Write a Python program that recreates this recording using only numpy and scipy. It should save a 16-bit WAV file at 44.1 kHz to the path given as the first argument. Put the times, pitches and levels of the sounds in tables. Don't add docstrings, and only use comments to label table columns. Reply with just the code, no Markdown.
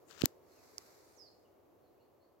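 import sys
import numpy as np
from scipy import signal
from scipy.fft import rfft, irfft
from scipy.io import wavfile
from scipy.ndimage import uniform_filter1d

SR = 44100
rng = np.random.default_rng(int(sys.argv[2]) if len(sys.argv) > 2 else 0)


def persist_wave(psi):
    counts = np.round(np.clip(psi, -1, 1) * 32767).astype(np.int16)
    wavfile.write(sys.argv[1], SR, np.atleast_2d(counts).T)


N = 105840
T = np.arange(N) / SR

# (frequency [Hz], relative level [dB])
AIR_EQ = [(20, -15), (50, -12.5), (90, -2), (190, -11), (320, 0.5), (400, 2.5), (530, -0.5), (610, -1.5),
          (900, -9.5), (1130, -12), (1500, -21), (3500, -30), (7000, -33), (8700, -38.5), (12500, -29),
          (16000, -28)]
# (time [s], level [dB])
AIR_FADER = [(0, -63), (.5, -63), (.7, -65), (1.25, -65.5), (1.4, -66), (1.85, -65.5), (2.4, -68)]
# (frequency [Hz], relative level [dB])
SLEEVE_EQ = [(500, -6), (1000, 4.5), (1700, -1), (2200, -0.5), (3100, -14.5), (4300, -0.5), (6300, -2.5),
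             (7600, -3.5), (8600, -13), (12500, -5), (16000, -14.5)]
# (time [s], level [dB])
SLEEVE_FADER = [(.2, -81), (.27, -66), (.33, -78.5), (.4, -85.5), (.52, -71), (.65, -67.5), (.77, -67.5),
                (.82, -64), (.97, -67.5), (1.15, -70.5), (1.24, -75.5), (1.5, -86.5), (1.7, -105)]
# (frequency [Hz], relative level [dB])
TOUCH_EQ = [(4500, -35), (6000, -33), (6600, 1), (7800, -2), (8800, -10.5), (16000, -22)]
# (frequency [Hz], relative level [dB])
RUB_EQ = [(200, -14), (900, -14), (1400, -3.5), (2100, -11.5), (3000, -8.5), (4700, -11), (7400, -11.5),
          (8800, -27), (13000, -24.5), (16000, -23)]
# (time [s], level [dB])
RUB_FADER = [(.06, -101), (.085, -67.5), (.115, -56), (.165, -59.5), (.205, -51), (.217, -40), (.224, -65),
             (.24, -43.5), (.256, -41.5), (.263, -68), (.35, -87.5), (.4, -100)]
# (time [s], start pitch [Hz], end pitch [Hz], rise [s], left level [dB], right level [dB])
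BUMP_CUES = [(0.2187, 260, 120, 0.0014, -29, -48), (.2362, 390.8, 110, 0.0021, -46, -11.5),
             (0.2415, 171.4, 120, .003, -49.5, -24), (.2575, 397, 250, 0.0041, -46, -42)]
# (frequency [Hz], relative level [dB], 60 dB decay time [s])
CASE_MODES = [(620, -3, 0.004), (1310, -5.5, 0.0065), (2890, -7, 0.0043), (4400, -1.5, .003),
              (5400, -0.5, .0025), (7276, 3, 0.0018), (10250, -9.5, 0.0014), (13000, 0, 0.0021),
              (14890, 0.5, .0017)]
# (time [s], left level [dB], right level [dB], tone centre [Hz], roll-off [dB/octave])
CLICK_CUES = [(0.11, -34, -63, 4760, 21), (0.219, -12.5, -33, 3130, 15.5), (0.2571, -0.5, -23, 14000, 4),
              (.7817, -26.5, -18.5, 5460, 23.5)]
# (time [s], length [s], start pitch [Hz], end pitch [Hz], level [dB])
CHIRP_CUES = [(.5, .045, 4200, 4300, -79), (.55, .08, 2900, 2150, -81), (.58, .06, 6500, 4250, -79),
              (1.445, .03, 3050, 2720, -81), (1.82, .08, 4250, 4300, -88), (1.97, .065, 2450, 3080, -87),
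              (1.995, .06, 4320, 4420, -84), (2.195, .08, 4280, 4480, -84)]
# (time [s], pitch [Hz], level [dB])
WHISTLE_GLIDE = [(.97, 8750, -95), (1.075, 9020, -78), (1.14, 8790, -80), (1.156, 8510, -81),
                 (1.166, 6800, -68), (1.175, 6050, -67.5), (1.187, 5600, -61.5), (1.198, 5220, -57),
                 (1.217, 5050, -53.5), (1.243, 4710, -62), (1.268, 4500, -65.5), (1.286, 4216, -63),
                 (1.296, 4190, -83)]


def undb(db):
    return 10 ** (np.asarray(db) / 20)


def curve(table, column=1):
    rows = np.array(table)
    return np.interp(T, rows[:, 0], rows[:, column])


def wobble(per_s):
    size = max(int(SR / per_s), 1)
    drift = uniform_filter1d(uniform_filter1d(rng.standard_normal(N), size), size)
    return drift / drift.std()


def noise(eq):
    hz, db = np.array(eq).T
    bins_hz = np.maximum(np.fft.rfftfreq(N, 1 / SR), 1)
    gain = undb(np.interp(np.log(bins_hz), np.log(hz), db))
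    shaped = irfft(rfft(rng.standard_normal((2, N))) * gain, N)
    return shaped / shaped.std()


def tone(hz):
    return np.sqrt(2) * np.sin(2 * np.pi * np.cumsum(hz) / SR)


def open_air(centre_share=.32, waver_db=.16):
    wide = np.sqrt(1 - centre_share) * noise(AIR_EQ)
    centre = np.sqrt(centre_share) * noise(AIR_EQ)[0]
    return (wide + centre) * undb(curve(AIR_FADER) + waver_db * wobble(per_s=39))


def sleeve(grain_db=1.0):
    return noise(SLEEVE_EQ) * undb(curve(SLEEVE_FADER) + grain_db * wobble(per_s=340))


def finger_rub(touch_at_s=.094, touch_width_s=.02, touch_db=-64.5, grain_db=2.36, right_db=-22):
    touch = noise(TOUCH_EQ) * undb(touch_db) * np.exp(-((T - touch_at_s) / touch_width_s) ** 2)
    rub = noise(RUB_EQ) * undb(curve(RUB_FADER) + grain_db * wobble(per_s=710))
    return (touch + rub) * undb([[0], [right_db]])


def finger_bumps(sag_s=.004, tightness=2.2):
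    out = np.zeros((2, N))
    for start, first_hz, last_hz, rise, left_db, right_db in BUMP_CUES:
        age = np.maximum(T - start, 0)
        cycles = last_hz * age + (first_hz - last_hz) * sag_s * (1 - np.exp(-age / sag_s))
        push = (age / rise * np.exp(1 - age / rise)) ** tightness
        out += undb([[left_db], [right_db]]) * push * np.sin(2 * np.pi * cycles)
    return out


def case_clicks(rattle_db=-17, rattle_s=.00085, right_lag_s=.00025):
    out = np.zeros((2, N))
    hz, mode_db, t60 = np.array(CASE_MODES).T[:, :, None]
    age = np.arange(1024) / SR
    for start, left_db, right_db, centre_hz, rolloff in CLICK_CUES:
        gain = undb(mode_db - rolloff * np.abs(np.log2(hz / centre_hz)))
        gain /= np.sqrt(np.sum(gain ** 2))
        modes = gain * undb(-60 * age / t60) * np.sin(2 * np.pi * hz * age)
        ring = modes[::2].sum(axis=0) - modes[1::2].sum(axis=0)
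        rattle = undb(rattle_db) * np.exp(-age / rattle_s) * rng.standard_normal((2, len(age)))
        for side, (arrival, db) in enumerate([(start, left_db), (start + right_lag_s, right_db)]):
            at = int(arrival * SR)
            out[side, at:at + len(age)] += undb(db) * (ring + rattle[side])
    return out


def tree_echo(call, onset_s=.01, t60_s=.44):
    envelope = (1 - np.exp(-T / onset_s)) * undb(-60 * T / t60_s)
    tail = rng.standard_normal((2, N)) * envelope
    tail /= np.sqrt(np.sum(tail ** 2, axis=1, keepdims=True))
    return signal.fftconvolve(call[None], tail, axes=1)[:, :N]


def far_birds(waver_depth=.03, echo_db=-2):
    chirps = np.zeros(N)
    waver = 1 + waver_depth * wobble(per_s=500)
    for start, length, first_hz, last_hz, db in CHIRP_CUES:
        progress = np.clip((T - start) / length, 0, 1)
        pitch = first_hz * (last_hz / first_hz) ** progress * waver
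        chirps += undb(db) * np.sin(np.pi * progress) * tone(pitch)
    return chirps + undb(echo_db) * tree_echo(chirps)


def whistling_bird(waver_depth=.007, flutter_db=1.0, left_db=-14, echo_db=-7.5):
    sounding = (T > WHISTLE_GLIDE[0][0]) & (T < WHISTLE_GLIDE[-1][0])
    soft_gate = uniform_filter1d(sounding.astype(float), size=200)
    pitch = curve(WHISTLE_GLIDE) * (1 + waver_depth * wobble(per_s=960))
    level_db = curve(WHISTLE_GLIDE, column=2) + flutter_db * wobble(per_s=960)
    call = tone(pitch) * soft_gate * undb(level_db)
    return call * undb([[left_db], [0]]) + undb(echo_db) * tree_echo(call)


def scene():
    birds = whistling_bird() + far_birds()
    handling = case_clicks() + finger_bumps() + finger_rub() + sleeve()
    return birds + handling + open_air()


def record(dry, low_cut_hz=49, high_cut_hz=15900):
    low_cut = signal.butter(2, low_cut_hz, "high", fs=SR, output="sos")
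    high_cut = signal.ellip(8, .2, 70, high_cut_hz, fs=SR, output="sos")
    return signal.sosfilt(high_cut, signal.sosfilt(low_cut, dry))


dry = scene()
out = record(dry)
persist_wave(out)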